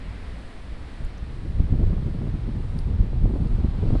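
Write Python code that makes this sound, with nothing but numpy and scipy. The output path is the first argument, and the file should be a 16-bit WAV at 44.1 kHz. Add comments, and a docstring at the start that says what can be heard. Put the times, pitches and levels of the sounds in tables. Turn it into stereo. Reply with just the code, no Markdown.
"""Wind gusts buffet the two microphone ports of a camera on a beach front at night.
Each port has its own deep rumble and fluttering eddies. Single large eddies thump, and in
hard gusts the airflow tears and breaks away in short rasps; an airy rush builds at the end.
Behind: distant surf with foam and swells, a low rumble of surf and town, a thin hiss,
and a few tiny handling ticks from the camera body."""
import sys
import numpy as np
from scipy.fft import rfft, irfft, next_fast_len
from scipy.io import wavfile
from scipy.ndimage import uniform_filter1d, map_coordinates

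SR = 44100
rng = np.random.default_rng(int(sys.argv[2]) if len(sys.argv) > 2 else 0)


def master_out(mix):
    """Clip the mix to full scale and print it as 16-bit PCM to the path in sys.argv[1]."""
    frames = np.transpose(np.atleast_2d(mix))
    ceiling = np.clip(frames, -1, 1)
    pcm = np.round(ceiling * 32767).astype(np.int16)
    wavfile.write(sys.argv[1], SR, pcm)


N = 176400

# Far rumble of surf and town. Each row: time in seconds, level in dB.
FAR_RUMBLE_DB = [(0, -41), (.3, -32.5), (.55, -40), (.75, -32), (.9, -39), (4, -39.5)]
# Its spectrum. Each row: frequency in Hz, relative density in dB.
FAR_RUMBLE_SPECTRUM = [(20, 1), (42, -9.5), (56, 5.5), (72, -4), (95, -10), (130, -14), (185, -16),
                       (260, -24), (400, -42), (1500, -120)]
# Thin top hiss at the left port. Each row: time in seconds, level in dB.
HISS_DB = [(0, -64.5), (.45, -62.5), (.75, -65), (1.0, -62.5), (1.17, -67.5), (1.35, -64.5), (1.6, -66),
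           (2.5, -66.5), (2.72, -63.5), (2.95, -67.5), (3.15, -68.5), (3.42, -64), (3.7, -67), (4, -62.5)]
# Its spectrum. Each row: frequency in Hz, relative density in dB.
HISS_SPECTRUM = [(1000, -120), (5000, -11), (7000, -4), (8700, 0), (10300, -5.5), (11500, -15.5),
                 (13000, -39)]
# Swell of far waves. Each row: time in seconds, level in dB.
SWELL_DB = [(0, -69.5), (2.3, -62), (2.7, -55.5), (3.1, -57.5), (3.5, -53.5), (4, -52.5)]
# Its spectrum. Each row: frequency in Hz, relative density in dB.
SWELL_SPECTRUM = [(100, -120), (400, -10.5), (750, 1), (1200, -5.5), (2000, -15.5), (4500, -20.5),
                  (9000, -120)]
# Foam of a spent wave. Each row: frequency in Hz, relative density in dB.
FOAM_SPECTRUM = [(100, -120), (800, -27.5), (1500, -4), (1950, 1.5), (2400, -2), (3200, -10), (6000, -39),
                 (10000, -120)]
# Distant surf. Each row: time in seconds, level in dB.
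SURF_DB = [(0, -45), (.4, -44.5), (1.0, -45), (1.5, -47), (2.2, -46.5), (2.75, -46.5), (3.2, -48),
           (3.6, -46), (4, -45)]
# Its spectrum. Each row: frequency in Hz, relative density in dB.
SURF_SPECTRUM = [(100, 8), (200, 11.5), (270, 10), (340, 6.5), (550, 3), (1000, -1.5), (1450, -3.5),
                 (1900, -3.5), (2900, -8.5), (4200, -9), (5200, -15), (6300, -21), (9000, -33),
                 (10300, -37.5), (12000, -47), (15000, -61)]
# Its width. Each row: frequency in Hz, left-right correlation.
SURF_CORRELATION = [(60, 0.85), (250, 1), (500, 0.98), (1100, 0.95), (1900, 0.56), (2300, 0.5),
                    (3100, 0.46), (4400, -0.11), (6000, -0.48), (8000, -0.28)]
# Its balance. Each row: frequency in Hz, left minus right in dB.
SURF_BALANCE_DB = [(400, -0.5), (1000, -2.5), (2000, -1.5), (2900, -1), (4200, 6.5), (5500, 8), (6500, 2),
                   (8500, 9.5), (11000, 20.5)]
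# Handling ticks. Each row: start in seconds, envelope peak in dB, ring frequency in Hz.
TICKS = [(1.0492, -53, 7400), (1.0495, -51, 10800), (1.175, -54, 5700), (1.181, -49.5, 6000),
         (2.7815, -54, 9300), (2.789, -38.5, 4750), (2.7891, -48, 3200), (2.7893, -49, 8500),
         (2.795, -47, 10600), (3.473, -48, 4500)]
# Air rushing past the camera. Each row: time in seconds, level in dB.
RUSH_DB = [(3.0, -91), (3.3, -63), (3.7, -65), (3.86, -56), (4, -54)]
# Its spectrum. Each row: frequency in Hz, relative density in dB.
RUSH_SPECTRUM = [(400, -41), (1100, 2.5), (1800, -6), (4500, -7), (6000, -21), (12000, -61)]
# Airflow breaking away. Each row: start in seconds, length in seconds, level in dB,
# centre in Hz, port (0 left, 1 right).
RASPS = [(1.599, 0.022, -24, 170, 0), (1.628, 0.023, -20, 115, 1), (1.723, 0.02, -22, 180, 0),
         (1.74, 0.021, -25, 205, 1), (1.793, 0.019, -24.5, 200, 1), (1.795, 0.043, -21, 215, 0),
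         (1.817, 0.0092, -20.5, 160, 1), (1.833, 0.0097, -26.5, 490, 0), (1.862, 0.016, -25.5, 210, 1),
         (1.91, 0.028, -19.5, 135, 0), (2.021, 0.015, -25, 210, 0), (2.145, 0.019, -26.5, 210, 0),
         (2.21, 0.02, -28.5, 215, 0), (2.335, 0.026, -19, 120, 0), (2.478, 0.024, -22, 131, 0),
         (2.55, 0.039, -26.5, 171, 0), (2.99, .018, -20, 165, 0), (3.026, 0.023, -29.5, 190, 1),
         (3.225, 0.033, -20, 165, 0), (3.275, 0.046, -25, 225, 1), (3.332, 0.011, -21.5, 250, 1),
         (3.354, 0.015, -24.5, 340, 1), (3.395, 0.04, -21, 165, 0), (3.583, .027, -25.5, 240, 1),
         (3.638, 0.016, -19.5, 205, 0), (3.656, 0.016, -30.5, 260, 1), (3.783, 0.011, -23, 215, 1),
         (3.826, 0.015, -22.5, 290, 1), (3.849, 0.015, -23.5, 175, 1), (3.922, 0.029, -23, 230, 1),
         (3.952, .012, -20.5, 340, 1)]
# Single large eddies. Each row: centre time in seconds, peak in dB, half-length in seconds,
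# port (0 left, 1 right).
THUMPS = [(.073, -27, 0.0018, 0), (1.008, -20, 0.0032, 1), (1.047, -15.5, 0.0068, 0),
          (1.228, -19.5, 0.0038, 0), (1.605, -5, 0.0025, 1), (1.617, -7.5, 0.0026, 0),
          (1.727, -13.5, 0.0011, 0), (1.748, -8, 0.003, 1), (1.837, -6, 0.0038, 0), (1.879, -9, .003, 1),
          (2.214, -23, 0.00097, 0), (2.945, -10, 0.0034, 0), (3.008, -3.5, 0.003, 0),
          (3.132, -22, 0.00048, 1), (3.243, -9.5, 0.0032, 0), (3.2576, -14.5, 0.00052, 1),
          (3.422, -12, 0.002, 0), (3.647, -8, 0.0021, 0), (3.687, -8.5, 0.0022, 1),
          (3.829, -19, 0.00053, 1), (3.906, -13.5, 0.00059, 1), (3.933, -4.5, 0.0018, 1),
          (3.954, -16.5, 0.00039, 1)]
# Wind pressure at each port. Each row: time in seconds, level in dB.
RUMBLE_LEFT_DB = [(0, -35), (.08, -24.5), (.16, -41), (.38, -40), (.5, -41), (.85, -43), (1.05, -35),
                  (1.14, -37), (1.45, -22.5), (1.58, -19), (1.67, -22), (1.75, -16.5), (1.8, -17.5),
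                  (1.89, -15.5), (2.04, -26), (2.36, -24.5), (2.43, -30), (2.47, -23), (2.74, -21),
                  (2.95, -13.5), (3.06, -22.5), (3.24, -15), (3.3, -23), (3.35, -23.5), (3.54, -17.5),
                  (3.64, -20.5), (3.71, -30), (3.8, -20), (4.0, -20.5)]
RUMBLE_RIGHT_DB = [(0, -35), (.36, -41), (.88, -45.5), (1.07, -26), (1.25, -41), (1.37, -26), (1.5, -41),
                   (1.63, -13.5), (1.69, -26.5), (1.74, -17.5), (1.8, -25.5), (1.87, -17), (1.97, -25.5),
                   (2.27, -24.5), (2.65, -30.5), (2.96, -26.5), (3.01, -14.5), (3.06, -32.5), (3.26, -11.5),
                   (3.33, -14.5), (3.4, -28), (3.55, -13), (3.6, -26), (3.64, -19.5), (3.76, -21.5),
                   (3.86, -13), (3.94, -14), (4.0, -14.5)]
# Small eddies at each port. Each row: time in seconds, strength in dB.
EDDIES_LEFT_DB = [(0.0, -62), (1.01, -64), (1.05, -44), (1.1, -55), (1.32, -33), (1.5, -32), (1.57, -28),
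                  (1.66, -28.5), (1.7, -23), (1.78, -21), (1.87, -29.5), (1.99, -22), (2.04, -27),
                  (2.07, -23), (2.1, -25), (2.19, -23.5), (2.28, -23), (2.32, -28), (2.42, -34),
                  (2.46, -31.5), (2.53, -30), (2.59, -27), (2.7, -41.5), (2.77, -27.5), (2.83, -33),
                  (2.9, -26), (3.03, -27), (3.1, -36.5), (3.26, -24.5), (3.3, -35), (3.36, -23.5),
                  (3.48, -24), (3.6, -32), (3.7, -33), (3.77, -28), (3.84, -33), (3.9, -27.5), (4.0, -28)]
EDDIES_RIGHT_DB = [(0.0, -37), (0.09, -61), (0.98, -70), (1.012, -28), (1.06, -46.5), (1.54, -48),
                   (1.59, -25), (1.67, -40), (1.72, -39), (1.76, -26.5), (1.84, -35.5), (1.9, -39),
                   (1.96, -44), (2.08, -35.5), (2.28, -31.5), (2.34, -44), (2.43, -35), (2.6, -42.5),
                   (2.76, -34.5), (2.95, -50), (3.01, -32), (3.09, -32.5), (3.14, -30), (3.22, -28.5),
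                   (3.31, -30), (3.38, -28), (3.44, -36.5), (3.55, -26), (3.62, -34), (3.69, -33),
                   (3.75, -31.5), (3.82, -27.5), (3.9, -21), (3.95, -24), (3.975, -44), (4.0, -17)]
# Wind spectra. Each row: frequency in Hz, relative density in dB.
RUMBLE_SPECTRUM = [(8, -23), (20, 2), (32, 7), (60, 1), (100, -4), (140, -17.5), (220, -29), (500, -102.5),
                   (1500, -120)]
EDDY_SPECTRUM = [(50, -18), (90, -1.5), (125, 4), (180, -3.5), (270, -10), (400, -17.5), (600, -27),
                 (1000, -47.5), (4000, -120)]
TEAR_SPECTRUM = [(150, -17.5), (300, 1), (450, -1.5), (700, -10), (1100, -12), (1600, -30), (3000, -82),
                 (6000, -120)]


def amp(db):
    """Decibels to gain."""
    return 10 ** (np.asarray(db) / 20)


def unit(x):
    """Scale to rms 1."""
    return x / np.sqrt(np.mean(x ** 2) + 1e-20)


def along(rows, hz):
    """Interpolate (Hz, value) rows on a log frequency axis."""
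    row_hz, values = np.transpose(rows)
    return np.interp(np.log(hz + 1), np.log(row_hz + 1), values)


def curve(rows):
    """One value per sample from (seconds, value) rows."""
    return np.interp(np.arange(N) / SR, *np.transpose(rows))


def wobble(knots_per_s):
    """Smooth random curve."""
    return map_coordinates(rng.standard_normal(4096), [np.arange(N) * knots_per_s / SR], mode="mirror")


def filtered(x, response):
    """Filter x by the gain response(hz)."""
    size = next_fast_len(N + SR // 2)
    return irfft(rfft(x, size) * response(np.fft.rfftfreq(size, 1 / SR)), size)[..., :N]


def noise(spectrum):
    """Coloured noise of rms 1."""
    return unit(filtered(rng.standard_normal(N), lambda hz: amp(along(spectrum, hz))))


def noise_pair(spectrum):
    """Independent noise for each port."""
    return np.array([noise(spectrum), noise(spectrum)])


def steady_noise(spectrum, window_samples):
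    """Coloured noise with its own swells levelled out."""
    x = noise(spectrum)
    power = uniform_filter1d(uniform_filter1d(x ** 2, window_samples), window_samples)
    return unit(x / np.sqrt(np.abs(power) + 1e-6))


def far_rumble():
    """Surf and town rumble far off, the same at both ports."""
    return amp(curve(FAR_RUMBLE_DB)) * steady_noise(FAR_RUMBLE_SPECTRUM, window_samples=4000)


def hiss(right_gain_db=-17.5):
    """A thin top hiss comes and goes, mostly on the left."""
    return amp(curve(HISS_DB)) * amp([[0], [right_gain_db]]) * noise_pair(HISS_SPECTRUM)


def swell():
    """Far waves build twice in the midrange, the same at both ports."""
    return amp(curve(SWELL_DB)) * noise(SWELL_SPECTRUM)


def foam(start_db=-51.5, fade_db_per_s=6.5):
    """The hiss of a spent wave dies away."""
    return amp(start_db - fade_db_per_s * np.arange(N) / SR) * noise_pair(FOAM_SPECTRUM)


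def surf(waver_db=0.5):
    """A far, even wash: centred in the bass, wide in the treble, where the left port hears more."""
    def mid_side_gains(hz):
        angle = np.arccos(np.clip(along(SURF_CORRELATION, hz), -1, 1)) / 2
        return np.array([np.cos(angle), np.sin(angle)])

    def port_gains(hz):
        return amp(np.outer([.5, -.5], along(SURF_BALANCE_DB, hz)))

    mid, side = filtered(noise_pair(SURF_SPECTRUM), mid_side_gains)
    wash = filtered(np.array([mid + side, mid - side]), port_gains)
    return unit(wash) * amp(curve(SURF_DB) + waver_db * wobble(knots_per_s=5.09))


def handling_ticks(attack_s=.0003, t60_s=.0045, grit=.26, left_minus_right_db=12):
    """The camera body rings in tiny, quickly damped ticks near the left port."""
    out, t = np.zeros(N + SR), np.arange(2048) / SR
    envelope = (1 - np.exp(-t / attack_s)) * amp(-60 * t / t60_s)
    envelope /= envelope.max()
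    for start_s, peak_db, ring_hz in TICKS:
        ring = np.sin(2 * np.pi * ring_hz * t) + grit * rng.standard_normal(len(t))
        out[round(start_s * SR):][:len(t)] += amp(peak_db) * envelope * ring
    return out[:N] * amp(np.array([[.5], [-.5]]) * left_minus_right_db)


def rush():
    """Air rushes past the camera as the wind picks up."""
    return amp(curve(RUSH_DB)) * noise_pair(RUSH_SPECTRUM)


def rasps(edge_s=.009, low_exponent=1.16, high_exponent=3):
    """Airflow breaks away from a port in rough bursts; the faster the jet, the higher the rasp."""
    out, t, hz = np.zeros((2, N + SR)), np.arange(4096) / SR, np.fft.rfftfreq(4096, 1 / SR)
    for start_s, length_s, level_db, centre_hz, port in RASPS:
        ratio = hz / centre_hz
        band = ratio ** low_exponent / (1 + ratio ** (low_exponent + high_exponent))
        ramp = np.clip(np.minimum(t, length_s + edge_s - t) / edge_s, 0, 1)
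        gate = np.sin(np.pi / 2 * ramp) ** 2
        burst = gate * irfft(band * np.exp(2j * np.pi * rng.random(len(hz))))
        burst *= np.sqrt(length_s * SR / np.sum(burst ** 2))  # rms 1 over length_s
        onset = round((start_s - edge_s / 2) * SR)
        out[port, onset:][:len(t)] += amp(level_db) * burst
    return out[:, :N]


def thumps():
    """An eddy crosses a port: a quick suction, then a push; the smaller it is, the sharper the pop."""
    out, t = np.zeros((2, N)), np.arange(N) / SR
    for centre_s, peak_db, half_s, port in THUMPS:
        offset = np.sqrt(2) * (t - centre_s) / half_s
        out[port] += amp(peak_db) * offset * np.exp(np.sqrt(2) - np.hypot(1, offset))
    return out


def port_wind(rumble_rows, eddy_rows, tear_gain_db):
    """Wind on one port: puffs of pressure, fluttering eddies, and a spitting tear in hard gusts."""
    puff_depth_db, flutter_depth_db, spit_depth_db = 0.5, 3, 7.5
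    eddy_gain_db, full_gust_db, tear_db_per_eddy_db = 0.5, -15.5, 1.56

    puffs = amp(puff_depth_db * wobble(knots_per_s=22))
    rumble = unit(puffs * steady_noise(RUMBLE_SPECTRUM, window_samples=2600))
    flutter = amp(flutter_depth_db * wobble(knots_per_s=50))
    eddies = unit(flutter * steady_noise(EDDY_SPECTRUM, window_samples=1600))
    spit = amp(spit_depth_db * wobble(knots_per_s=160))
    tear = unit(flutter * spit * noise(TEAR_SPECTRUM))

    rumble_db, eddy_db = curve(rumble_rows), curve(eddy_rows)
    tear_db = full_gust_db + tear_gain_db + tear_db_per_eddy_db * (eddy_db - full_gust_db)
    return amp(rumble_db) * rumble + amp(eddy_db + eddy_gain_db) * eddies + amp(tear_db) * tear


def scene():
    """Wind on both ports over the far shore and the ticks."""
    left = port_wind(RUMBLE_LEFT_DB, EDDIES_LEFT_DB, tear_gain_db=-18.5)
    right = port_wind(RUMBLE_RIGHT_DB, EDDIES_RIGHT_DB, tear_gain_db=-11.5)
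    wind = np.array([left, right]) + thumps() + rasps()
    background = surf() + foam() + swell() + hiss() + far_rumble()
    return wind + background + handling_ticks() + rush()


def record(dry, rolloff_hz=11800, limit_hz=15700):
    """The microphone rolls off in the top octave and passes nothing above its band limit."""
    return filtered(dry, lambda hz: (hz < limit_hz) / np.sqrt(1 + (hz / rolloff_hz) ** 20))


dry = scene()
out = record(dry)
master_out(out)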